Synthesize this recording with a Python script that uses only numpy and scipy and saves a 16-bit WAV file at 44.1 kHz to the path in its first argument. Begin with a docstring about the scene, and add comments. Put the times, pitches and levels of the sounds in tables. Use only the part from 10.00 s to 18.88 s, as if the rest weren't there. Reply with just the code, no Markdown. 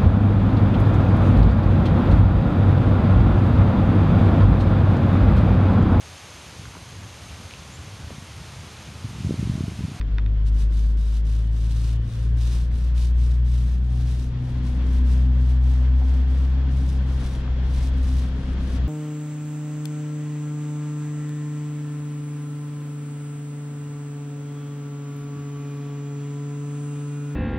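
"""A small paint roller rasps to and fro on a steel boat hull, outdoors, under a heavy diesel's deep drone.
Tacky paint tears off the nap in tiny snaps; the sleeve clicks on its frame and bumps the hull once.
The diesel slowly gathers speed and comes closer; its drone swells and fades as reflections off buildings
cross the direct sound. Behind it: exhaust rumble, a growing rush of road noise, faint squeals."""
import sys
import numpy as np
from scipy import signal
from scipy.fft import rfft, irfft, next_fast_len
from scipy.io import wavfile

SR = 44100
rng = np.random.default_rng(int(sys.argv[2]) if len(sys.argv) > 2 else 0)


def master(y):
    """Save y as 16-bit WAV."""
    cut = np.clip(np.atleast_2d(y).T, -1, 1)
    pcm = np.round(cut * 32767)  # scale
    wavfile.write(sys.argv[1], SR, pcm.astype(np.int16))


N = 391608
TIME = np.arange(N) / SR

# roller sweeps: start_s, length_s, level_db, fastest_fraction, roundness (low: even push, high: one swell)
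ROLLER_STROKES = [(0.432, 0.086, -58.5, 0.51, 2.0), (0.49, 0.2, -57.5, 0.61, 1.5),
                  (0.696, 0.26, -58.0, 0.25, 0.64), (0.966, 0.249, -58.0, 0.72, 0.4),
                  (1.243, 0.26, -58.5, 0.18, 0.5), (1.503, 0.472, -55.0, 0.74, 0.5),
                  (1.991, 0.39, -59.0, 0.38, 1.3), (2.352, 0.343, -51.5, 0.37, 0.9),
                  (2.699, 0.23, -59.5, 0.44, 0.6), (2.922, 0.22, -52.0, 0.41, 1.7),
                  (3.118, 0.32, -58, 0.39, 1.4), (3.438, 0.37, -57.0, 0.26, 0.7),
                  (3.788, 0.56, -57.0, 0.6, 1.0), (4.371, 0.24, -64.0, 0.63, 0.5),
                  (4.609, 0.22, -59.5, 0.29, 1.4), (4.785, 0.26, -58.0, 0.67, 1.4),
                  (5.016, 0.33, -58.5, 0.22, 1.7), (5.295, 0.3, -63, 0.73, 1.0),
                  (5.591, 0.353, -60.0, 0.23, 1.5), (5.91, 0.355, -63.0, 0.64, 1.1),
                  (6.252, 0.34, -61.5, 0.25, 1.2), (6.698, 0.3, -58.5, 0.65, 0.5),
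                  (6.995, 0.47, -57, 0.55, 1.1), (7.595, 0.33, -55.0, 0.76, 1.4),
                  (7.915, 0.42, -55.0, 0.57, 1.0), (8.315, 0.24, -64.5, 0.85, 0.4),
                  (8.566, 0.23, -56, 0.8, 1.0)]
# tacky patches, where paint tears harder: time_s, extra_db
TACKY_PATCHES = [(.6, 4), (.79, 3), (1.155, 2.5), (1.715, 4), (1.843, 3), (2.16, 4), (2.525, 2),
                 (4.11, 2.5), (4.225, 3.5), (4.685, 2), (5.13, 4), (5.51, 5), (5.72, 2.5), (6.905, 3),
                 (7.275, 4), (7.355, 2), (7.835, 3), (8.185, 1.5)]
# tearing paint: freq_hz, density_db
RASP_SPECTRUM = [(500, -16.5), (1000, -0.5), (2000, -6), (3000, -0.5), (4200, -2.5), (6000, -0.5),
                 (7500, -6.5), (9300, -2.5), (11000, -14.5), (13000, -17), (15500, -23)]
# rasp stereo width: freq_hz, correlation
RASP_CORRELATION = [(500, .9), (2000, .78), (4000, 0.55), (7000, .6), (9000, .66), (12000, .48),
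                    (15000, .35)]
# rasp side: freq_hz, left_minus_right_db
RASP_PAN = [(500, -5), (2500, 1), (5000, 0), (9000, -2), (14000, -4.5)]
# reflection peaks and dips in the rasp: freq_hz, width_hz, gain_db
RASP_REFLECTIONS = [(2760, 1200, 1.5), (3260, 200, -4.5), (3780, 620, 4), (6140, 420, 0.5), (7100, 900, -4),
                    (9400, 780, 3), (10950, 1100, -3.5)]
# sleeve knocks on the frame: time_s, level_db, brightness_hz
FRAME_KNOCKS = [(0.0122, -29.5, 9000), (.0252, -42, 2500), (0.1835, -25, 6000), (0.1898, -30, 1500),
                (0.1955, -40, 9000), (0.262, -37.5, 9000), (2.715, -37, 2010), (7.477, -27.5, 1289)]
# frame and handle modes: freq_hz, level_db, t60_s
FRAME_MODES = [(983, -9, 0.028), (1270, -9, 0.019), (1480, -7, .014), (1940, -1.5, 0.01), (2180, -7, 0.013),
               (2470, -2.5, 0.011), (3628, -6.5, 0.013), (4470, -13.5, 0.011), (5400, -15.5, .006)]
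# soft bumps on the hull: time_s, level_db
HULL_KNOCKS = [(6.017, -37.5)]
# steel plate modes: freq_hz, level_db, t60_s
HULL_MODES = [(755, 1, .06), (850, -7, .04), (970, -5, .05)]

# diesel speed: time_s, firing_hz
FIRING_RATE = [(0, 51.7), (1.0, 53.4), (2.0, 56.6), (2.7, 59.3), (3.6, 60.7), (4.5, 62), (5.1, 62.8),
               (5.8, 63.1), (6.3, 65), (6.7, 65.6), (7.1, 65), (7.55, 63.3), (7.95, 64.6), (8.25, 64.3),
               (8.6, 64.3), (8.88, 63)]
# engine orders 1-4, multiples of the firing rate: time_s, level_db
ORDER_1_LEVEL = [(0.02, -22), (0.51, -17), (1.99, -21), (2.06, -27), (2.13, -43), (2.18, -24.5),
                 (2.33, -18), (2.7, -21), (3.19, -16), (4.15, -22), (4.5, -34), (4.54, -25.5), (4.99, -16),
                 (6.0, -16), (7.15, -21), (7.4, -28), (7.52, -22), (8.21, -19), (8.36, -27), (8.85, -21)]
ORDER_2_LEVEL = [(0.02, -37), (0.24, -28.5), (1.15, -42), (1.35, -32), (2.28, -27), (2.87, -38),
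                 (3.61, -28), (3.73, -37.5), (3.98, -25), (4.27, -32.5), (4.42, -24.5), (4.99, -39),
                 (5.23, -27.5), (5.97, -32), (6.07, -40), (6.73, -30), (8.7, -39), (8.85, -31)]
ORDER_3_LEVEL = [(0, -46.5), (2.9, -49), (3.8, -41.5), (4.3, -47), (5.2, -38), (5.9, -51), (7.0, -38.5),
                 (7.9, -48), (8.6, -38)]
ORDER_4_LEVEL = [(0, -70), (2.4, -55.5), (3.9, -46.5), (4.6, -38.5), (5.2, -36.3), (5.6, -40.5),
                 (6.6, -40.5), (7.7, -47), (8.0, -40), (8.88, -41.5)]
# weak lines from unequal cylinders: order, level_re_rumble_db
UNEVEN_ORDERS = [(.5, -7), (1.5, -20), (2.5, -9.5), (3.5, -16.5), (5, -22.5)]

# exhaust rumble, deep buffeting, road rush, tyre roar: time_s, level_db
RUMBLE_LEVEL = [(0, -38.5), (0.7, -38.3), (1.1, -41.5), (2.2, -37.5), (3.5, -41), (4.4, -38), (4.85, -33.5),
                (5.6, -42), (6.4, -36.8), (7.1, -38.5), (8.65, -33.5)]
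BUFFET_LEVEL = [(0, -34), (0.7, -37.5), (1.2, -47), (2.7, -35), (3.5, -43), (4.4, -37), (5.6, -46),
                (6.4, -43), (7.1, -32), (8.0, -32), (8.88, -37)]
RUSH_LEVEL = [(0, -51), (0.8, -54), (1.7, -53), (2.6, -51), (3.5, -52.5), (4.4, -49.5), (4.85, -46.5),
              (5.5, -49), (6.4, -47), (7.45, -45), (7.9, -46.3), (8.88, -44)]
TYRE_LEVEL = [(0, -78.5), (3.8, -69), (4.6, -57.5), (6, -55.5), (7.5, -53), (8.1, -56.5), (8.88, -64)]
# their spectra: freq_hz, density_db
RUMBLE_SPECTRUM = [(45, -5.5), (80, 2.5), (115, 0), (160, 0.5), (220, -4.5), (300, -11), (400, -18.5),
                   (550, -32), (800, -42)]
BUFFET_SPECTRUM = [(15, -7.5), (25, -10), (38, -0.5), (55, -5.5), (80, -7)]
RUSH_SPECTRUM = [(200, 5), (350, 4.5), (520, 5), (720, 0), (1000, -1), (1350, -3.5), (1750, -3), (2400, -7),
                 (3400, -9.5), (4800, -16), (6800, -25.5), (9500, -50.5), (15000, -50)]
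TYRE_SPECTRUM = [(550, -12), (700, -4), (850, -0.5), (1000, -7), (1200, -14.5)]
# road noise stereo width: freq_hz, correlation (capped at 1)
ROAD_CORRELATION = [(60, 1.5), (280, 1.1), (500, 0.93), (1000, 0.72), (2000, 0.44), (4000, 0.28), (8000, 0)]
# road noise side: freq_hz, left_minus_right_db
ROAD_PAN = [(60, 1.2), (250, 2), (600, 2.5), (2000, 4.3), (8000, 1.4)]
# reflection peaks and dips in rumble and rush: freq_hz, width_hz, gain_db
ROAD_REFLECTIONS = [(410, 60, 0.5), (505, 33, 3), (649, 50, -5), (672, 51, 4), (824, 82, -5),
                    (1540, 100, 1.5), (1780, 130, 1.5), (2200, 600, -1.8), (3290, 260, 4.5)]
# distant squeals: start_s, end_s, pitch_hz, level_db
SQUEAL_TONES = [(.3, 0.552, 3040, -66.5), (.73, 0.921, 4560, -63), (.97, 1.1, 3820, -63),
                (1.304, 1.604, 3030, -66), (1.824, 2.124, 3025, -63), (3.601, 4.2, 708, -74),
                (3.68, 4.202, 759, -59.5)]


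def roller(snaps_per_s=11000, size_spread_db=5.0, nap_db=1.38, nap_hz=50, hiss=0.38, rasp_db=4.5,
           turns_per_s=9.0, lopsided_db=1, patch_sigma_s=0.013):
    """Paint threads snap as the nap lifts off the steel; an unevenly loaded sleeve pulses once a turn."""
    speed, gain = sweeps()
    tearing = np.sqrt(gain / gain.max()) + 0.00077  # faster rolling tears more threads
    snapped = rng.random((2, 2, N)) < snaps_per_s * tearing / SR
    sizes = from_db(size_spread_db * np.minimum(rng.exponential(1, snapped.shape), 4))
    signs = rng.choice([-1, 1], snapped.shape)
    snaps = unit_rms(snapped * sizes * signs / np.sqrt(tearing)) + hiss * white()
    turn_db = lopsided_db * np.sin(2 * np.pi * turns_per_s * np.cumsum(speed) / SR)
    tacky_db = sum(db * np.exp(-.5 * ((TIME - time_s) / patch_sigma_s) ** 2) for time_s, db in TACKY_PATCHES)
    level_db = rasp_db + turn_db + tacky_db + nap_db * drift(nap_hz)
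    return gain * from_db(level_db) * coloured(snaps, RASP_SPECTRUM, RASP_CORRELATION, RASP_PAN)


def sweeps():
    """Each stroke speeds up from rest and slows to the turn. Returns speed (0-1) and rasp gain."""
    speed, gain = np.zeros(N), np.zeros(N)
    for start_s, length_s, level_db, fastest, roundness in ROLLER_STROKES:
        travel = np.interp(TIME, start_s + length_s * np.array([0, fastest, 1]), [0, .5, 1])
        arch = np.sin(np.pi * np.minimum(travel, 1 - travel))
        speed = np.maximum(speed, arch)
        gain = np.hypot(gain, from_db(level_db) * arch ** roundness)
    return speed, gain


def frame_clicks(vary_db=2.0):
    """The sleeve knocks on its wire frame; a soft knock stirs only the low modes."""
    times_s, level_db, bright_hz = np.transpose(FRAME_KNOCKS)
    scatter_db = vary_db * rng.standard_normal((len(FRAME_KNOCKS), len(FRAME_MODES)))
    strengths = from_db(level_db[:, None] + scatter_db)
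    out = 0
    for k, (hz, mode_db, t60_s) in enumerate(FRAME_MODES):
        knocks = np.zeros(N)
        knocks[np.round(times_s * SR).astype(int)] = strengths[:, k] / np.hypot(1, (hz / bright_hz) ** 3)
        out += (-1) ** k * from_db(mode_db) * ring(knocks, hz, t60_s)
    return out * pan(left_db=-2.0)


def hull_bump():
    """A soft bump rings the steel plate briefly."""
    knocks = np.zeros(N)
    for time_s, level_db in HULL_KNOCKS:
        knocks[round(time_s * SR)] = from_db(level_db)
    plate = sum(from_db(mode_db) * ring(knocks, hz, t60_s) for hz, mode_db, t60_s in HULL_MODES)
    return plate * pan(left_db=1.0)


def diesel_drone(rumble_db, flutter_db=0.56, jitter_rad=0.0083):
    """Orders 1-3 and weak uneven lines; firings vary in strength and timing, shaking high orders most."""
    phase = 2 * np.pi * np.cumsum(curve(FIRING_RATE)) / SR + jitter_rad * drift(12)
    orders_db = curve(ORDER_1_LEVEL), curve(ORDER_2_LEVEL) - 0.5, curve(ORDER_3_LEVEL)
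    out = 0
    for order, level_db in enumerate(orders_db, 1):
        gain = from_db(level_db + order * flutter_db * drift(25))
        out += gain * np.sin(order * phase + rng.uniform(0, 2 * np.pi))
    for order, level_db in UNEVEN_ORDERS:
        gain = from_db(rumble_db + level_db + 3 * drift(2))
        out += gain * np.sin(order * phase + drift(1.5))
    return np.sqrt(2) * out * pan(left_db=1.4)


def diesel_hum(throb_hz=7.8, throb_depth=0.7, throb_start_s=4.16, throb_rise_s=3.2, crest_s=8.37,
               flutter_db=1.5, waver_rad=0.52):
    """Upper hum at order 4; it begins to throb as the engine comes near."""
    depth = throb_depth * np.clip((TIME - throb_start_s) / throb_rise_s, 0, 1)
    throb = 1 + depth * np.cos(2 * np.pi * throb_hz * (TIME - crest_s))
    phase = 2 * np.pi * np.cumsum(4 * curve(FIRING_RATE)) / SR
    tone = np.sqrt(2) * np.sin(phase + waver_rad * drift(8))
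    gain = from_db(curve(ORDER_4_LEVEL) + flutter_db * drift(13))
    return gain * throb * tone * pan(left_db=1.5)


def traffic(rumble_db, rush_trim_db=0.45, flicker_db=0.96):
    """Deep buffeting, turbulent exhaust, smooth road rush and the roar of tread."""
    def noise(spectrum):
        return coloured(white(), spectrum, ROAD_CORRELATION, ROAD_PAN)

    buffet = from_db(curve(BUFFET_LEVEL)) * noise(BUFFET_SPECTRUM)
    rumble = from_db(rumble_db) * noise(RUMBLE_SPECTRUM)
    rush = from_db(curve(RUSH_LEVEL) + rush_trim_db + flicker_db * drift(8)) * noise(RUSH_SPECTRUM)
    tyres = from_db(curve(TYRE_LEVEL)) * noise(TYRE_SPECTRUM)
    return buffet + reflections(rumble + rush, ROAD_REFLECTIONS) + tyres


def squeals(waver_fraction=0.0012):
    """Thin distant tones swell and die away."""
    out = 0
    for start_s, end_s, pitch_hz, level_db in SQUEAL_TONES:
        swell = np.sin(np.pi * np.clip((TIME - start_s) / (end_s - start_s), 0, 1))
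        wavering_hz = pitch_hz * (1 + waver_fraction * drift(17))
        out += from_db(level_db) * swell * np.sin(2 * np.pi * np.cumsum(wavering_hz) / SR)
    return np.sqrt(2) * out * pan(left_db=1.0)


def reflections(x, peaks):
    """Peaks and dips left by reflections, as a chain of peaking filters."""
    for hz, width_hz, gain_db in peaks:
        w, gain = 2 * np.pi * hz / SR, from_db(gain_db / 2)
        damping = np.pi * width_hz / SR
        x = signal.lfilter([1 + damping * gain, -2 * np.cos(w), 1 - damping * gain],
                           [1 + damping / gain, -2 * np.cos(w), 1 - damping / gain], x)
    return x


def arriving(pair, right_lead_ms):
    """Sound from the right reaches the right channel first."""
    size = next_fast_len(N + 64)
    freq_khz = np.fft.rfftfreq(size, 1000 / SR)
    shift = np.exp(1j * np.pi * freq_khz * right_lead_ms * np.array([[-1], [1]]))
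    return irfft(rfft(pair, size) * shift, size)[:, :N]


def coloured(pairs, spectrum, correlation, balance):
    """Third-octave bands from alternating mid-side pairs, each with its level, width and pan. Mid rms 1."""
    out, edges_hz = 0, 14 * 2 ** (np.arange(32) / 3)
    for k, (low_hz, high_hz) in enumerate(zip(edges_hz, edges_hz[1:])):
        if high_hz < spectrum[0][0] or low_hz > spectrum[-1][0]:
            continue
        bandpass = signal.butter(2, [low_hz, high_hz], "band", fs=SR, output="sos")
        mid, side = signal.sosfilt(bandpass, pairs[k % 2])
        hz = np.sqrt(low_hz * high_hz)
        alike = np.clip(at_hz(correlation, hz), -.9, 1)
        band = mid + np.sqrt((1 - alike) / (1 + alike)) * side * [[1], [-1]]
        out += from_db(at_hz(spectrum, hz)) * pan(at_hz(balance, hz)) * band
    return out / np.std(out.mean(axis=0))


def ring(knocks, hz, t60_s):
    """One mode: a unit knock starts a decaying sine of height 1."""
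    r, w = from_db(-60 / (t60_s * SR)), 2 * np.pi * hz / SR
    return signal.lfilter([0, np.sin(w)], [1, -2 * r * np.cos(w), r * r], knocks + 1e-18)


def drift(rate_hz):
    """Smooth random wander, rms 1."""
    hop, settle_steps = 40, 2000
    r = np.exp(-2 * np.pi * rate_hz * hop / SR)
    noise = rng.standard_normal(N // hop + settle_steps + 2)
    slow = signal.lfilter([1], [1, -2 * r, r * r], noise)[settle_steps:]
    return np.interp(np.arange(N) / hop, np.arange(len(slow)), unit_rms(slow))


def white():
    """Two independent mid-side noise pairs."""
    return rng.standard_normal((2, 2, N))


def curve(points):
    """A time table at every sample."""
    return np.interp(TIME, *np.transpose(points))


def at_hz(points, hz):
    """Interpolate on a log-frequency axis."""
    freq_hz, values = np.transpose(points)
    return np.interp(np.log(hz), np.log(freq_hz), values)


def pan(left_db):
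    """Stereo gains for a left-minus-right level."""
    return from_db(np.array([[.5], [-.5]]) * left_db)


def from_db(db):
    return 10 ** (np.asarray(db) / 20)


def unit_rms(x):
    return x / np.sqrt(np.mean(x ** 2) + 1e-20)


def scene():
    """Roller close by, slightly right; diesel and road behind."""
    rumble_db = curve(RUMBLE_LEVEL)
    road = diesel_drone(rumble_db) + diesel_hum() + traffic(rumble_db) + squeals()
    painting = reflections(roller(), RASP_REFLECTIONS) + frame_clicks() + hull_bump()
    return arriving(painting, right_lead_ms=0.026) + arriving(road, right_lead_ms=0.053)


def record(dry):
    """Short fade at both ends, steep low-pass."""
    fade_s, cutoff_hz = 0.004, 15700
    edge_s = np.minimum(TIME, TIME[-1] - TIME)
    fade = np.sin(np.pi / 2 * np.clip(edge_s / fade_s, 0, 1)) ** 2
    return signal.sosfilt(signal.ellip(10, .1, 90, cutoff_hz, fs=SR, output="sos"), dry * fade)


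dry = scene()
out = record(dry)
master(out)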